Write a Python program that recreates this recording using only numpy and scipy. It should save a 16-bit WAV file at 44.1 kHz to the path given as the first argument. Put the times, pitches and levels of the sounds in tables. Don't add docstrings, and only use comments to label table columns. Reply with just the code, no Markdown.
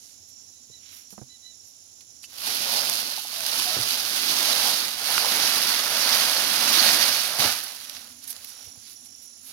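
import sys
import numpy as np
from scipy import signal
from scipy.fft import rfft, irfft
from scipy.io import wavfile

SR = 44100
rng = np.random.default_rng(int(sys.argv[2]) if len(sys.argv) > 2 else 0)


def unload_audio(sound):
    columns = np.transpose(np.atleast_2d(sound))
    steps = np.round(np.clip(columns, -1, 1) * 32767)
    wavfile.write(sys.argv[1], SR, steps.astype(np.int16))


N = 419832
T = np.arange(N) / SR


def amp(db):
    return 10 ** (np.asarray(db) / 20)


def unit(x):
    return x / np.sqrt(np.mean(x ** 2))


def band(x, lo_hz, hi_hz, order=3):
    sos = signal.butter(order, [lo_hz, min(hi_hz, .47 * SR)], "band", fs=SR, output="sos")
    return signal.sosfilt(sos, x)


def colour(x, hz, db, size=4096):
    f = np.maximum(np.fft.rfftfreq(size, 1 / SR), 1)
    gain = amp(np.interp(np.log(f), np.log(np.sort(hz)), db))
    cepstrum = irfft(np.log(gain))
    cepstrum[1:size // 2] *= 2
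    cepstrum[size // 2 + 1:] = 0
    return signal.fftconvolve(x, irfft(np.exp(rfft(cepstrum))))[:len(x)]


def walk(rate):
    return np.interp(T * rate, np.arange(N // 10), rng.standard_normal(N // 10)) * np.sqrt(3 / 2)


def curve(points):
    return np.interp(T, *np.transpose(points))


def swell(s, hold_s, attack_s, release_s):
    return np.exp(-(np.minimum(T - s, 0) / attack_s) ** 2 - np.maximum(T - s - hold_s, 0) / release_s)


def pan(x, right_db):
    return x * amp(np.array([[-right_db], [right_db]]) / 2)


def add(out, s, x):
    i = max(int(s * SR), 0)
    out[..., i:i + x.shape[-1]] += x[..., :N - i]


# frequency in Hz, relative level in dB.
AIR_SPECTRUM = [(30, -24), (55, -14), (85, 11.5), (130, 0), (180, -7), (255, -0.5), (400, -5.5), (750, -10),
                (1400, -39), (2400, -24), (4200, -10.5), (8000, -19), (11500, -17), (15500, -25)]
def air():
    common, left, right = (colour(rng.standard_normal(N), *np.transpose(AIR_SPECTRUM)) for _ in range(3))
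    sides = np.array([left, right])
    murmur = unit(band(common + 1.04 * sides, 25, 900)) * amp(-68.5 + 1.8 * walk(24))
    hiss = unit(band(sides, 940, 17000)) * amp(-65 + .34 * walk(6.7))
    return pan(murmur, 3.4) + pan(hiss, 17.3)


# time in seconds, level in dB.
DRONE_LEVEL = [(2, -75.5), (7.5, -67), (9.5, -67)]
def drone():
    hum = unit(band(rng.standard_normal(N), 216, 280, order=2))
    return pan(hum * amp(curve(DRONE_LEVEL) + 2.3 * walk(11)), 3.4)


# frequency in Hz, relative level in dB.
CHORUS_SPECTRUM = [(3000, -21.5), (4700, -15), (5400, 2), (5700, 2), (6400, 0.5), (7250, 2.5), (7700, -13),
                   (8400, -44)]
def insect_chorus():
    hz, db = np.transpose(CHORUS_SPECTRUM)
    sides = [colour(rng.standard_normal(N), hz, db) * amp(walk(60)) for _ in range(2)]
    return pan(unit(np.array(sides)) * amp(-53), 10.5)


# time of full voice and hold in seconds, level in dB, pitch in Hz.
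CRICKET_TRILLS = [(.26, 0.16, -57, 5630), (.77, 0.34, -58, 5670), (1.54, 0.16, -59.5, 5620),
                  (2.14, .2, -60, 5650), (7.7, 0.31, -55, 5740), (8.48, 0.22, -53, 5740),
                  (8.97, 0.16, -54.5, 5670), (9.16, .14, -56, 5730)]
def crickets():
    pulse_hz = 37.4 + .8 * walk(6)
    pulse = .55 + np.sin(np.pi * np.cumsum(pulse_hz) / SR) ** 2
    rasp = unit(pulse) * (.5 + walk(330) + 1j * walk(330))
    waver_hz = 30 * walk(7)
    out = np.zeros(N)
    for s, hold, db, hz in CRICKET_TRILLS:
        effort = swell(s, hold, attack_s=.0398, release_s=.08)
        pitch = hz - 150 * (1 - effort) + waver_hz
        tone = np.exp(2j * np.pi * np.cumsum(pitch) / SR)
        out += unit(np.real(rasp * tone)) * effort * amp(db)
    return pan(out, 13.5)


# time in seconds, level in dB.
KATYDID_LEVEL = [(0, -70), (7.7, -58)]
def katydid():
    stroke_hz = 52.3 + .15 * walk(2)
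    stroke = np.cumsum(stroke_hz) / SR % 1
    pitch = 10330 - 3600 * (stroke - .42) ** 2 + 190 * walk(2000)
    buzz = unit(np.sin(np.pi * stroke) * np.sin(2 * np.pi * np.cumsum(pitch) / SR))
    return pan(buzz * amp(curve(KATYDID_LEVEL) + 1.2 * walk(25)), 15.8)


# start and length in seconds, top pitch in Hz, level in dB.
BIRD_NOTES = [(0.513, 0.095, 993, -68), (.705, .09, 992, -57.5), (.86, .11, 984, -63),
              (1.284, .09, 1007, -55.5), (1.42, 0.12, 997, -52.5)]
def bird():
    out = np.zeros(N)
    for s, length, hz, db in BIRD_NOTES:
        u = np.linspace(0, 1, int(length * SR))
        arch = 1 - .035 * (1 - u) ** 4 - .085 * u ** 5
        pitch = hz * arch * (1 + .008 * walk(700)[:len(u)])
        phase = 2 * np.pi * np.cumsum(pitch) / SR
        note = amp(-17) * np.sin(2 * phase) + amp(-19) * np.sin(3 * phase) + np.sin(4 * phase)
        add(out, s, note * amp(db + 2 * walk(150)[:len(u)]) * np.abs(np.sin(np.pi * u)) ** .71)
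    t = T[:SR // 2]
    tails = amp(-11) * rng.standard_normal((2, len(t))) * np.exp(-t / .05) / np.sqrt(.025 * SR)
    echo = np.array([signal.fftconvolve(out, tail)[:N] for tail in tails])
    return pan(out + echo, 19)


def thud(hz, t60, grit):
    t = T[:SR // 3]
    swing = np.sin(2 * np.pi * hz * t) * np.exp(-np.log(1000) * t / t60)
    burst = unit(band(rng.standard_normal(len(t)), hz, 4 * hz, order=2)) * np.exp(-t / (.08 * t60))
    x = band(swing + grit * burst, 48, 3000)
    return x / np.abs(x).max()


# start in seconds, peak at the right port in dB, pitch in Hz.
AIR_PUFFS = [(0.697, -42.5, 124), (1.127, -37, 196), (1.179, -29.5, 213), (1.215, -29, 130),
             (8.671, -42, 85), (8.772, -41.5, 104)]
def puffs():
    out = np.zeros(N)
    for s, db, hz in AIR_PUFFS:
        add(out, s, amp(db) * thud(hz, t60=.1, grit=.8))
    return out * amp([[-24], [0]])


# start in seconds, level in dB, pitch in Hz, t60 in seconds.
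GROUND_KNOCKS = [(3.765, -27.5, 130, 0.13), (3.785, -28.5, 113, 0.18), (4.731, -34, 198, .08),
                 (7.39, -28, 130, 0.17), (7.447, -27, 97.5, 0.14)]
def knocks():
    out = np.zeros(N)
    for s, db, hz, t60 in GROUND_KNOCKS:
        add(out, s, amp(db) * thud(hz, t60, grit=1))
    return pan(band(out, 65, 2000), 4.2)


# start in seconds, level in dB, pitch in Hz, t60 in seconds.
STALK_TAPS = [(2.241, -32.5, 2970, 0.047), (3.178, -31.5, 866, 0.079), (3.25, -32.5, 830, 0.05),
              (3.595, -26.5, 1140, .05), (5.179, -14, 1390, 0.025), (5.247, -18, 980, .035)]
# start and length in seconds, first and last pitch in Hz, level in dB.
STALK_CREAKS = [(2.89, 0.063, 697, 686, -42), (3.36, 0.087, 669, 653, -42.5), (3.639, .08, 745, 712, -35.5),
                (3.692, 0.084, 591, 687, -39)]
def taps_and_creaks():
    out, t = np.zeros(N), T[:SR // 4]
    for s, db, hz, t60 in STALK_TAPS:
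        pair = np.sin(2 * np.pi * hz * t) + .95 * np.sin(2 * np.pi * hz * .9 * t)
        add(out, s, pair / np.abs(pair).max() * amp(db - 60 * t / t60))
    for s, length, first_hz, last_hz, db in STALK_CREAKS:
        u = np.linspace(0, 1, int(length * SR))
        pitch = (first_hz + (last_hz - first_hz) * u) * (1 + .027 * walk(410)[:len(u)])
        add(out, s, np.sin(2 * np.pi * np.cumsum(pitch) / SR) * np.sin(np.pi * u) * amp(db))
    return pan(band(out, 400, 6000, order=2), 4)


# time and lead of the left port, in seconds.
LEFT_LEAD = [(2.3, 0.00029), (3.7, 0.00021), (5.6, .00014), (7.5, .00012), (9.5, 0.000014)]
def clicks(rate, spread_db, width_s=.00009):
    at = np.flatnonzero(rng.random(N) < rate / SR)
    size = (rng.standard_normal(N) * amp(spread_db * np.minimum(rng.exponential(size=N), 5)))[at]
    lag_s = curve(LEFT_LEAD) + width_s * rng.standard_normal(N)
    late = (at + np.round(SR * lag_s[at]).astype(int)) % N
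    sides = np.array([np.bincount(at, size, N), np.bincount(late, size, N)])
    return unit(sides / np.sqrt(rate))


# frequency in Hz, left and right gain in dB.
PORT_SPECTRA = [(40, -39, -48), (93, -32, -28), (242, -21.5, -16.5), (363, -15.5, -12.5),
                (656, -14.5, -11.5), (2220, -15.5, -8.5), (3310, -19.5, -9.5), (4690, -19, -4.5),
                (6590, -18, -10.5), (7340, -21.5, -21), (9070, -22.5, -9), (11340, -17.5, -5.5),
                (13830, -15.5, -12.5), (15700, -16.5, -23.5)]
def ports(x):
    hz, *sides = np.transpose(PORT_SPECTRA)
    return np.array([colour(channel, hz, db) for channel, db in zip(x, sides)])


# start in seconds, peak in dB, centre in Hz.
RIB_SNAPS = [(1.105, -31, 9000), (2.008, -33.5, 5000), (2.768, -18, 7000), (2.897, -3.5, 7000),
             (3.406, -14, 4500), (3.464, -6, 4200), (3.889, -7.5, 4500), (5.18, -2, 1900),
             (6.945, -2, 4500), (7.721, -20, 10000), (7.762, -24, 9000), (7.896, -16.5, 5500),
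             (7.95, -20.5, 3500), (7.967, -21.5, 3500), (8.327, -22, 9000), (8.364, -24, 5600),
             (8.445, -20, 11000)]
# midpoint and length in seconds, level in dB, centre in Hz.
LEAFLET_SLIDES = [(.054, 0.24, -52, 7000), (0.294, 0.032, -54, 10000), (0.926, 0.22, -52.5, 3200),
                  (0.964, 0.12, -48.5, 11100), (1.128, .035, -48, 10000), (1.685, .08, -57, 11000),
                  (2.243, 0.033, -41.5, 6660), (7.64, .015, -32, 10000), (8.24, 0.017, -41.5, 9000),
                  (8.279, .014, -34, 10000), (8.306, 0.029, -31.5, 10600), (8.49, 0.035, -42, 10000),
                  (8.875, 0.12, -49, 4930), (8.915, .082, -48, 11500), (9.06, 0.033, -47, 8000),
                  (9.24, .053, -48.5, 11100), (9.478, 0.088, -44.5, 10500)]
def leaflets():
    out, t = np.zeros((2, N)), T[:SR // 10]
    grain = ports(clicks(8000, spread_db=.5))
    burst = ports(rng.standard_normal((2, N)))
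    for s, db, hz in RIB_SNAPS:
        i = int(s * SR)
        t60 = .025 * amp(-.37 * (db + 20))
        snap = band(burst[:, i:i + len(t)], hz / 2, hz * 2, order=1) * amp(-60 * t / t60)
        add(out, s, snap / np.abs(snap).max() * amp(db))
    for s, length, db, hz in LEAFLET_SLIDES:
        swish = unit(band(grain, hz / 1.4, hz * 1.4, order=1))
        out += pan(swish, 3) * amp(db) * np.exp(-(2 * (T - s) / length) ** 2)
    return out


# time in seconds, leaflet level in dB.
PULL_LEVEL = [(2.28, -60), (2.31, -50.5), (2.48, -31), (2.77, -27.5), (3.2, -35.5), (3.23, -40),
              (3.59, -29), (4.03, -31), (4.34, -27), (4.67, -25.5), (4.97, -35.5), (5.15, -27),
              (5.48, -25.5), (5.84, -28.5), (6.14, -25), (6.48, -26.5), (6.84, -21), (7.08, -24.5),
              (7.26, -31.5), (7.36, -31)]
# time and hold in seconds, level in dB.
HEAP_SHIFTS = [(7.405, 0.059, -24), (7.56, 0.13, -40.5), (7.704, 0.27, -46.5), (8.03, 0.043, -51.5),
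               (8.234, 0.07, -53.5), (8.36, 0.28, -50.5), (9.497, .05, -49)]
# time in seconds, level in dB.
STIR_LEVEL = [(1.8, -74), (8.8, -62.5)]
def motion_db():
    attack_s, release_s = .025, .084
    start, end = PULL_LEVEL[0][0], PULL_LEVEL[-1][0]
    pull = amp(curve(PULL_LEVEL)) * swell(start, end - start, attack_s, release_s)
    shift_power = sum((amp(db) * swell(s, hold, attack_s, release_s)) ** 2 for s, hold, db in HEAP_SHIFTS)
    stir = amp(curve(STIR_LEVEL) - 1.5 * walk(12))
    return 10 * np.log10(pull ** 2 + shift_power + stir ** 2)


def resonate(x, modes, swing_db, swing_rate):
    return unit(sum(band(x, hz - width / 2, hz + width / 2, order=1)
                    * amp(db + swing_db * walk(swing_rate)) for hz, width, db in modes))


# time in seconds, contact in dB.
HEAP_CONTACT = [(3.9, -3.5), (5.8, 0), (7.6, -0.5), (9.2, -8)]
# centre and width in Hz, relative level in dB.
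STALK_MODES = [(622, 290, 0.5), (794, 234, -0.5), (1380, 440, -1.5)]
# centre and width in Hz, relative level in dB.
BLADE_MODES = [(3970, 290, -2.5), (4430, 390, 0.5), (4880, 210, 1), (5380, 490, 0)]
def frond_drag():
    firm_pull_db = -30
    leaf_db, contact_db = motion_db(), curve(HEAP_CONTACT)
    effort_db = leaf_db - firm_pull_db
    rate = np.minimum(2200 + 10000 * amp(.9 * effort_db), SR / 2)
    flutter_db = .56 * walk(12) + .58 * walk(35) + .5 * walk(140)
    leaves = ports(clicks(rate, spread_db=-1.24))
    stalks = ports(clicks(rate * .6, spread_db=1.5))
    rustle = unit(band(leaves, 2670, 6900)) * amp(leaf_db + flutter_db + 3.5)
    crisp = unit(band(leaves, 6330, 24000))
    crisp *= amp(firm_pull_db + .89 * effort_db + flutter_db + .5 * walk(40) - .05)
    scrape = resonate(stalks, STALK_MODES, swing_db=2.7, swing_rate=18)
    scrape *= amp(leaf_db + .29 * contact_db + .5 * walk(45) - 7.5)
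    ribs = unit(band(ports(clicks(rate, spread_db=1.65)), 906, 2770, order=2))
    ribs *= amp(leaf_db + contact_db + flutter_db - 5.5)
    bending_mode = amp(-14.5) * unit(band(stalks, 200, 245.6, order=2))
    rumble = unit(band(stalks, 39, 388)) + bending_mode
    rumble *= amp(firm_pull_db + 1.21 * effort_db + .85 * walk(25) - 17.5)
    rub = ports(clicks(rate, spread_db=2.5))
    blades = resonate(rub, BLADE_MODES, swing_db=5.5, swing_rate=30) * amp(leaf_db - 4)
    return rustle + blades + crisp + scrape + ribs + rumble


def scene():
    near = frond_drag() + leaflets() + taps_and_creaks() + knocks() + puffs()
    return near + bird() + insect_chorus() + crickets() + katydid() + air() + drone()


def record(dry):
    return signal.sosfilt(signal.ellip(10, .2, 80, 15800, fs=SR, output="sos"), dry)


dry = scene()
out = record(dry)
unload_audio(out)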